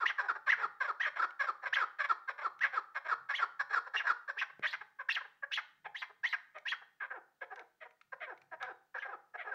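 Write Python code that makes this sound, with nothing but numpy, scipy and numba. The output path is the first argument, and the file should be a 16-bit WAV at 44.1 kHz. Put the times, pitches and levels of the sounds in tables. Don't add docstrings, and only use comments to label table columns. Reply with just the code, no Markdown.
import sys
import numpy as np
from scipy import signal
from scipy.fft import rfft, irfft
from scipy.io import wavfile
from numba import njit

SR = 44100
rng = np.random.default_rng(int(sys.argv[2]) if len(sys.argv) > 2 else 0)


def waveform_to_disk(signal):
    frames = np.transpose(np.atleast_2d(signal))
    scaled = np.clip(frames, -1, 1) * 32767
    samples = np.round(scaled).astype(np.int16)
    wavfile.write(sys.argv[1], SR, samples)


N = 420713

# (frequency [Hz], level [dB])
ROOM_TONE = [(25, -4.5), (70, -9.5), (150, 2), (300, -0.5), (700, -5), (2000, -7.5), (6000, -12),
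             (12000, -17.5), (15500, -10.5)]
# (time [s], level [dB])
RUMBLE_SWELLS = [(.53, -75.5), (.66, -77.5), (1.201, -79.5), (1.72, -80.5), (2.631, -79.5), (3.22, -76.5),
                 (3.62, -81.5), (4.609, -77.5), (4.81, -81.5), (5.859, -76), (6.25, -85), (8.13, -84),
                 (8.45, -82), (8.64, -75.5)]
# (frequency [Hz], gain [dB])
ROOM_COLOUR = [(100, -13.5), (400, 2), (800, 7.5), (1300, -1), (1750, -3.5), (2500, -4.5), (4000, 1),
               (6000, 0), (9000, 0.5), (16000, -15.5)]
# (frequency [Hz], time to fall 60 dB [s])
ROOM_T60 = [(300, 0.45), (900, 0.34), (1600, 0.46), (3000, 0.38), (6000, 0.36), (12000, 0.16)]
# (frequency [Hz], width [Hz], gain [dB])
ROOM_MODES = [(457, 13, -7.5), (1860, 190, -4), (3200, 630, -7), (3820, 25, 7), (4860, 31, 3),
              (5630, 90, 3.5)]
TICK_MODES = [(1340, 250, 11), (2130, 730, 10), (3550, 770, -1.5), (5530, 1200, -9), (8100, 4600, -34.5)]
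STEP_MODES = [(153, 37, -7), (330, 490, 0), (666, 280, -22)]
# (time [s], peak level [dB])
TICKS = [(1.306, -45), (2.591, -46), (6.583, -43), (7.558, -45.5), (7.593, -40), (7.860, -64.5),
         (7.908, -53.5), (8.012, -47.5), (8.376, -51.5), (8.416, -52.5), (8.627, -33)]
# (frequency [Hz], width [Hz], gain [dB])
CHEST_MODES = [(450, 140, -5), (570, 80, 0.5), (765, 76, -2), (846.7, 91, 8.5), (1095, 354, 1.5)]
WINDPIPE_MODES = [(1180, 242, 1.8), (1647, 260, 1.7)]
BEAK_MODES = [(2050, 360, 2.5), (2217, 920, -3), (3050, 1630, -7.5)]
# (time [s], chest tuning [factor])
POSTURE = [(0, 0.99), (6.7, 0.94), (7.3, 0.86), (9.5, 0.9)]
# (time [s], relative level [dB])
CHEST_LEVELS = [(0, -1), (3.9, -2.5), (4.6, -4), (5.2, -8.5), (5.85, 2), (6.55, 0), (7.04, -10), (7.14, 0),
                (8.5, 0), (9.5, -1)]
# (time [s], relative level [dB])
HISS_LEVELS = [(0, -19.5), (1.5, -17.5), (3, -19), (3.7, -16), (4.2, -19), (4.7, -21), (5.3, -38.5),
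               (6, -23.5), (7.1, -35), (7.6, -25.5), (9.5, -28)]
# (frequency [Hz], gain [dB])
HOARSE_HISS = [(2500, -41), (3000, -17), (3400, 2), (4200, 4), (4700, -4), (5400, 0), (6600, -18),
               (7500, -9.5), (8500, -36.5), (11000, -37), (12000, -23.5), (13000, -41), (16000, -43.5)]
SQUEAK_HISS = [(400, -24.5), (900, -7.5), (2000, 18), (3500, 9), (5800, 6), (7000, -14.5), (8600, -27.5),
               (10000, -22.5), (12500, -21.5), (16000, -25)]
# (frequency [Hz], gain [dB])
SQUEAK_AIRWAY = [(200, -39.5), (500, -13.5), (900, 3), (4200, 0.5), (4800, -1), (5800, 1.5), (7600, -6.5),
                 (8700, -11.5), (10000, 2), (12500, 7), (16000, 5.5)]
# (time [s], climb [s], arch [s], low pitch [Hz], top pitch [Hz],
# pointedness of the arch [exponent], relative levels of climb [dB], arch [dB], drop [dB], roughness [0-1])
SQUEAKS = [(.056, 0.012, 0.024, 1868, 3050, 0.54, -24.5, -37, -37.5, 0.5),
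           (.487, 0.023, 0.0098, 1828, 3370, 0.62, -22.5, -36.5, -25.5, 0),
           (0.998, 0.024, 0.0066, 1770, 2920, .6, -30, -41.5, -44, .15),
           (1.028, .011, 0.009, 1777, 3100, 0.5, -33, -43.5, -34, .2),
           (1.727, .013, .017, 1724, 3260, 0.35, -26.5, -33.5, -33, .45),
           (2.607, .024, 0.0029, 1816, 2070, .6, -31, -29, -29, .2),
           (3.331, 0.022, 0.031, 1908, 3330, 0.46, -32.5, -37.5, -42.5, 0.37),
           (3.947, 0.02, 0.029, 1705, 2726, 0.45, -30.5, -34.5, -38.5, 0.37),
           (4.371, .017, 0.026, 1731, 2796, 0.48, -38, -35, -35.5, 0.52),
           (4.647, 0.022, 0.061, 1694, 4010, 0.32, -30.5, -36.5, -37.5, 0.46),
           (5.087, 0.0097, 0.066, 1696, 4500, 2.6, -27.5, -31, -34.5, 0.23),
           (5.512, 0.0085, .054, 1634, 3650, 3.2, -40, -33.5, -36, 0.61),
           (5.945, 0.021, .053, 1848, 3750, .25, -38.5, -41.5, -40, 0.42),
           (6.233, .032, 0.063, 1901, 4010, 0.56, -28.5, -40, -31.5, 0.27),
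           (6.653, 0.025, 0.041, 1736, 3344, 0.88, -36, -35.5, -33.5, 0.24),
           (8.976, 0.018, 0.027, 1580, 3020, 1.16, -40.5, -56.5, -48, 0.02)]
# (time [s], length [s], throat resonance [Hz], relative level [dB])
CLUCKS = [(.003, 0.048, 1293, -34.5), (0.284, 0.033, 1360, -31), (0.616, 0.048, 1300, -34.5),
          (0.875, 0.037, 1282, -35.5), (1.188, 0.024, 1300, -33.5), (1.215, 0.038, 1374, -31),
          (1.47, 0.036, 1296, -34), (1.798, 0.046, 1334, -32.5), (2.089, 0.038, 1305, -30),
          (2.432, 0.045, 1256, -35.5), (2.754, .043, 1278, -34), (3.106, .033, 1303, -31),
          (3.412, 0.034, 1312, -31), (3.756, 0.032, 1330, -31), (4.087, .033, 1355, -28.5),
          (7.13, 0.062, 1410, -50.5), (7.558, 0.073, 1500, -56), (8.265, 0.078, 1540, -51),
          (8.665, .06, 1470, -47.5), (9.114, .04, 1300, -46), (9.512, 0.044, 1447, -42.5)]
# (time [s], length [s], starting pitch [Hz], relative level [dB], relative beak ring [dB])
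RASPS = [(.181, 0.045, 561.5, -32.5, -11), (0.217, 0.07, 410, -47, -15),
         (0.351, 0.026, 421.5, -45.5, -23.5), (0.464, 0.036, 573, -34, -3), (0.564, 0.084, 463.4, -43, -3),
         (0.803, 0.039, 537.3, -33.5, -4), (0.836, 0.038, 604, -39, -3.5), (1.06, 0.031, 651, -35.5, -1),
         (1.158, .034, 330, -42, 1), (1.394, 0.042, 570, -32.5, -4.5), (1.427, 0.04, 598, -40, -2.5),
         (1.622, 0.041, 278.4, -45.5, -25), (1.655, .034, 560, -37.5, 0.5), (1.769, 0.046, 553, -37, 2),
         (1.988, 0.044, 621, -32.5, -4.5), (2.035, 0.029, 590, -35, 0), (2.277, 0.043, 570, -38, -2.5),
         (2.379, 0.027, 309, -45, -0.5), (2.406, 0.034, 304, -45, 0.5), (2.622, .06, 297.3, -36, 3),
         (2.725, 0.044, 283.2, -41.5, -2), (2.947, 0.043, 302.6, -37.5, -2.5), (3.046, 0.039, 330, -44, -1),
         (3.081, 0.029, 314, -36.5, -12), (3.29, .04, 296.5, -34.5, -3.5), (3.39, 0.028, 293.8, -38, -2.5),
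         (3.594, 0.031, 291.3, -32.5, -16), (3.695, 0.042, 449, -43, -6), (3.728, 0.034, 284.8, -31.5, -20),
         (3.863, 0.028, 511, -48.5, -17), (3.937, 0.036, 446.3, -35, -12), (4.035, 0.043, 341, -42.5, -9),
         (4.067, .023, 487.6, -31, -34), (4.279, 0.039, 568, -37.5, -14), (4.361, 0.02, 441, -54.5, -11),
         (4.497, 0.012, 570, -54.5, 0.5), (4.626, 0.041, 631, -35.5, 6), (4.808, 0.02, 430, -47, -2),
         (4.989, 0.038, 551.5, -42, -6.5), (5.206, 0.021, 551, -46, -12), (5.242, 0.025, 454.4, -52.5, -2),
         (5.425, 0.03, 591.6, -40, -37), (5.846, .03, 935, -45, 1), (6.093, 0.024, 448, -62.5, -4),
         (6.546, 0.044, 647, -51.5, 4.5), (6.811, 0.026, 479, -57, -20.5),
         (7.002, .036, 422.6, -40.5, -4.5), (7.027, .042, 545, -43, -3.5),
         (7.102, 0.034, 280.7, -42.5, -17), (7.41, 0.038, 535.7, -44.5, -2.5),
         (7.502, 0.046, 424.5, -49.5, -16), (7.806, .046, 631, -53.5, 7), (7.85, 0.026, 499, -57, -20.5),
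         (8.122, 0.024, 517, -45, -26), (8.203, 0.059, 677, -45.5, 6), (8.513, 0.047, 339, -49.5, -20),
         (8.599, 0.076, 269.2, -44, -2.5), (8.943, 0.042, 513.6, -41.5, -9),
         (9.044, 0.036, 270, -46, -11.5), (9.074, 0.051, 388.6, -50.5, -10),
         (9.339, 0.032, 450, -46.5, -21), (9.376, 0.065, 693, -49, 8.5), (9.434, 0.093, 459, -48, -15)]

OVERLAP_S = .003


def undb(db):
    return 10 ** (np.asarray(db) / 20)


def unit(x):
    return x / np.sqrt(np.mean(x ** 2) + 1e-20)


def add(track, start_s, sound):
    i = max(int(start_s * SR), 0)
    track[i:i + len(sound)] += sound[:max(len(track) - i, 0)]


def at_time(points, time_s):
    return np.interp(time_s, *np.transpose(points))


def along(points, n):
    hz, value = np.transpose(points)
    return np.interp(np.log(np.arange(n // 2 + 1) * SR / n + 1), np.log(hz), value)


def colour(x, points):
    return irfft(rfft(x) * undb(along(points, len(x))), len(x))


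def wander(n, rate_hz):
    place = np.arange(n) * rate_hz / SR
    return np.sqrt(3 / 2) * np.interp(place, np.arange(n), rng.standard_normal(n))


@njit
def bandpass(x, hz, width_hz):
    out, band_state, low_state = np.empty(len(x)), 0., 0.
    for i in range(len(x)):
        gain, damping = np.tan(np.pi * hz[i] / SR), width_hz / hz[i]
        band = (band_state + gain * (x[i] - low_state)) / (1 + gain * (gain + damping))
        band_state = 2 * band - band_state
        low_state += 2 * gain * band
        out[i] = damping * band
    return out


def resonate(x, hz, width_hz):
    centre = hz * np.ones(len(x))
    return bandpass(bandpass(x, centre, float(width_hz)), centre, float(width_hz))


def body(x, modes):
    return sum(undb(db) * resonate(x, hz, width) for hz, width, db in modes)


def background():
    t = np.arange(N) / SR
    fade_s = .061
    swells = sum(undb(db) * np.exp(-np.abs(t - time_s) / fade_s) for time_s, db in RUMBLE_SWELLS)
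    rumble = unit(resonate(rng.standard_normal(N), hz=140, width_hz=89)) * swells
    return rumble + undb(-83.5) * unit(colour(rng.standard_normal(N), ROOM_TONE))


def room(x, early_db, tail_db):
    n = SR
    t = np.arange(n) / SR
    noise = rfft(rng.standard_normal(n))
    tail = np.zeros(n)
    for k, (_, t60) in enumerate(ROOM_T60):
        share = along([(hz, j == k) for j, (hz, _) in enumerate(ROOM_T60)], n)
        tail += irfft(noise * share, n) * np.exp(-np.log(1000) * t / t60)
    tail = tail + body(tail, ROOM_MODES)
    tail = unit(colour(tail * np.clip(t / .02, 0, 1), ROOM_COLOUR))
    reflections = rng.standard_normal(n) * (rng.random(n) < .03)
    early = unit(reflections * (t > .0015) * np.exp(-t / .007))
    response = (undb(early_db) * early + undb(tail_db) * tail) / np.sqrt(n)
    return signal.fftconvolve(x, response)[:N]


def knock(modes, db, contact_s):
    t = np.arange(SR // 10) / SR
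    scrape = rng.standard_normal(len(t)) * np.exp(-t / contact_s) * (1 - np.exp(-t / .00018))
    ring = body(scrape, modes)
    return undb(db) * ring / np.abs(ring).max()


def pecks_and_step():
    out = np.zeros(N)
    for start, db in TICKS:
        add(out, start, knock(TICK_MODES, db, contact_s=.0033))
    add(out, start_s=4.594, sound=knock(STEP_MODES, db=-42.5, contact_s=.0012))
    return out


def swell(n, peak, sharpness):
    angle = np.interp(np.linspace(0, 1, n), [0, peak, 1], [0, np.pi / 2, np.pi])
    return np.abs(np.sin(angle)) ** sharpness


def progress(length_s):
    return np.linspace(0, 1, int((length_s + OVERLAP_S) * SR))


def whistle(hz, rough, second_db, third_db, hiss_db):
    n = len(hz)
    rough = np.clip(rough, .25, .8)
    phase = 2 * np.pi * np.cumsum(hz * (1 + .06 * rough * wander(n, 600))) / SR
    flutter_hz = 800 * np.exp(.26 * wander(n, 300))
    flutter = np.sin(2 * np.pi * np.cumsum(flutter_hz) / SR)
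    tone = np.sin(phase) + undb(second_db) * np.sin(2 * phase) + undb(third_db) * np.sin(3 * phase)
    tone *= 1 + rough * (.85 * flutter + .7 * wander(n, 1800))
    hiss = unit(colour(rng.standard_normal(n), SQUEAK_HISS))
    return np.sqrt(2) * tone + undb(hiss_db) * rough * hiss


def high_arch(length_s, top_hz, pointed, rough):
    flip_hz, beak_ring_hz, thin_db_per_octave = 2638, 2905, 30.5
    u = progress(length_s)
    foot_hz = min(flip_hz, top_hz)
    hz = foot_hz + (top_hz - foot_hz) * np.abs(np.sin(np.pi * u ** 1.45)) ** pointed
    thinning_db = thin_db_per_octave * np.abs(np.log2(hz / beak_ring_hz))
    wavering_hz = hz * (1 + .04 * wander(len(u), rate_hz=130))
    rough = max(rough, .42) + .035 * thinning_db
    tone = whistle(wavering_hz, rough, second_db=-22, third_db=-35.5, hiss_db=-11)
    return undb(-thinning_db) * swell(len(u), peak=.15, sharpness=.25) * tone


def squeaks():
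    out = np.zeros(N)
    for start, climb_s, arch_s, low_hz, top_hz, pointed, climb_db, arch_db, drop_db, rough in SQUEAKS:
        onset = start - OVERLAP_S / 2
        climb_hz = low_hz * np.exp(.33 * (progress(climb_s) - .5))
        climb = whistle(climb_hz, rough * .37, second_db=-31, third_db=-42.5, hiss_db=-7.5)
        climb *= swell(len(climb), peak=.73, sharpness=1.1)
        add(out, onset, undb(climb_db) * climb)
        add(out, onset + climb_s, undb(arch_db) * high_arch(arch_s, top_hz, pointed, rough))
        drop_hz = low_hz * 1.15 * np.exp(-.479 * progress(length_s=.029))
        drop = whistle(drop_hz, rough * 1.62, second_db=-32, third_db=-39.5, hiss_db=-11)
        drop *= swell(len(drop), peak=.1, sharpness=1.1)
        add(out, onset + climb_s + arch_s, undb(drop_db) * drop)
    return colour(out, SQUEAK_AIRWAY)


def syrinx(hz, jitter, air):
    n = len(hz)
    phase = np.cumsum(hz * np.exp(jitter * wander(n, 420))) / SR
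    cycle = np.floor(phase)
    slaps = np.diff(cycle, prepend=0) * undb(1.5 * wander(n, 400) - 3 * (cycle % 2))
    puffs = rng.standard_normal(n) * np.exp(-(phase % 1) / .55)
    return unit(slaps) + air * unit(puffs)


def hoarse_note(start, length_s, db, *, peak, sharpness, pitch_hz, fall_nepers, jitter, air, throat_hz,
                throat_width_hz, slide, windpipe_db, chest_db, beak_db, hiss_db, fundamental_db):
    n = int((length_s + .009) * SR)
    u = np.linspace(0, 1, n)
    push = swell(n, peak, sharpness)
    pitch = pitch_hz * np.exp(-fall_nepers * u ** 2)
    neck_bob = np.exp(.03 * rng.standard_normal())
    posture = at_time(POSTURE, start) * neck_bob
    source = syrinx(pitch, jitter, air)
    passband = signal.butter(5, [430 * posture, 2803], "bandpass", fs=SR, output="sos")
    rattle = signal.sosfilt(passband, source)
    centre_hz = throat_hz * np.exp(slide * (.42 - u ** 1.63))
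    throat = unit(resonate(rattle, centre_hz, throat_width_hz) * push)
    windpipe = undb(windpipe_db) * unit(body(rattle, WINDPIPE_MODES) * push)
    chest_modes = [(hz * posture, width, gain) for hz, width, gain in CHEST_MODES]
    chest = undb(chest_db - .5) * unit(body(rattle, chest_modes) * push ** 1.6)
    beak = undb(beak_db - 4) * unit(body(rattle, BEAK_MODES) * push)
    upper = resonate(source, centre_hz * 2.55, 260) + resonate(source, centre_hz * 3.45, 460)
    hiss = undb(hiss_db - 6.5) * unit(colour(source + undb(3.5) * upper, HOARSE_HISS) * push)
    fundamental = unit(resonate(source, pitch, 99) * push ** .5 * u) * (pitch / 400) ** 2
    fundamental *= undb(fundamental_db + chest_db)
    return undb(db) * (unit(throat + windpipe) + chest + beak + hiss + fundamental)


def squeak_rattles():
    out = np.zeros(N)
    for start, climb_s, arch_s, *_, drop_db, _ in SQUEAKS:
        onset = start + climb_s + arch_s
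        db = -42 + .3 * (drop_db + 31)
        add(out, onset - .002, hoarse_note(
            onset, length_s=.029, db=db, peak=.18, sharpness=1.1,
            pitch_hz=430, fall_nepers=.25, jitter=.05, air=.42,
            throat_hz=1570, throat_width_hz=150, slide=.3,
            windpipe_db=-.5, chest_db=-22, beak_db=4.5, hiss_db=-32, fundamental_db=-33))
    return out


def chest_level(start, db):
    soft_db = -47
    return at_time(CHEST_LEVELS, start) - .89 * max(db - soft_db, -3)


def clucks():
    out = np.zeros(N)
    for start, length_s, throat_hz, db in CLUCKS:
        chest_db = chest_level(start, db) - 2
        hiss_db = at_time(HISS_LEVELS, start) - 2.5
        add(out, start - .003, hoarse_note(
            start, length_s, db, peak=.53, sharpness=.71,
            pitch_hz=521.4, fall_nepers=.66, jitter=.045, air=.35,
            throat_hz=throat_hz, throat_width_hz=216, slide=.22,
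            windpipe_db=-10, chest_db=chest_db, beak_db=-16, hiss_db=hiss_db, fundamental_db=-13))
    return out


def rasps():
    out = np.zeros(N)
    shut_beak_db = 2.5
    for start, length_s, pitch_hz, db, beak_db in RASPS:
        chest_db = chest_level(start, db) - max(beak_db - shut_beak_db, 0)
        hiss_db = at_time(HISS_LEVELS, start)
        add(out, start - .004, hoarse_note(
            start, length_s, db, peak=.5, sharpness=1.2,
            pitch_hz=pitch_hz, fall_nepers=.26, jitter=.055, air=.45,
            throat_hz=1546, throat_width_hz=290, slide=.22,
            windpipe_db=0, chest_db=chest_db, beak_db=beak_db, hiss_db=hiss_db, fundamental_db=-31))
    return out


def scene():
    calls = undb(-2) * rasps() + undb(-.38) * clucks() + undb(-2.25) * squeaks() + squeak_rattles()
    near = calls + pecks_and_step()
    return (near + room(near, early_db=-11, tail_db=-16.5) + background())[None]


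def record(dry):
    top_hz = 15700
    return signal.sosfilt(signal.ellip(10, .2, 70, top_hz, fs=SR, output="sos"), dry)


dry = scene()
out = record(dry)
waveform_to_disk(out)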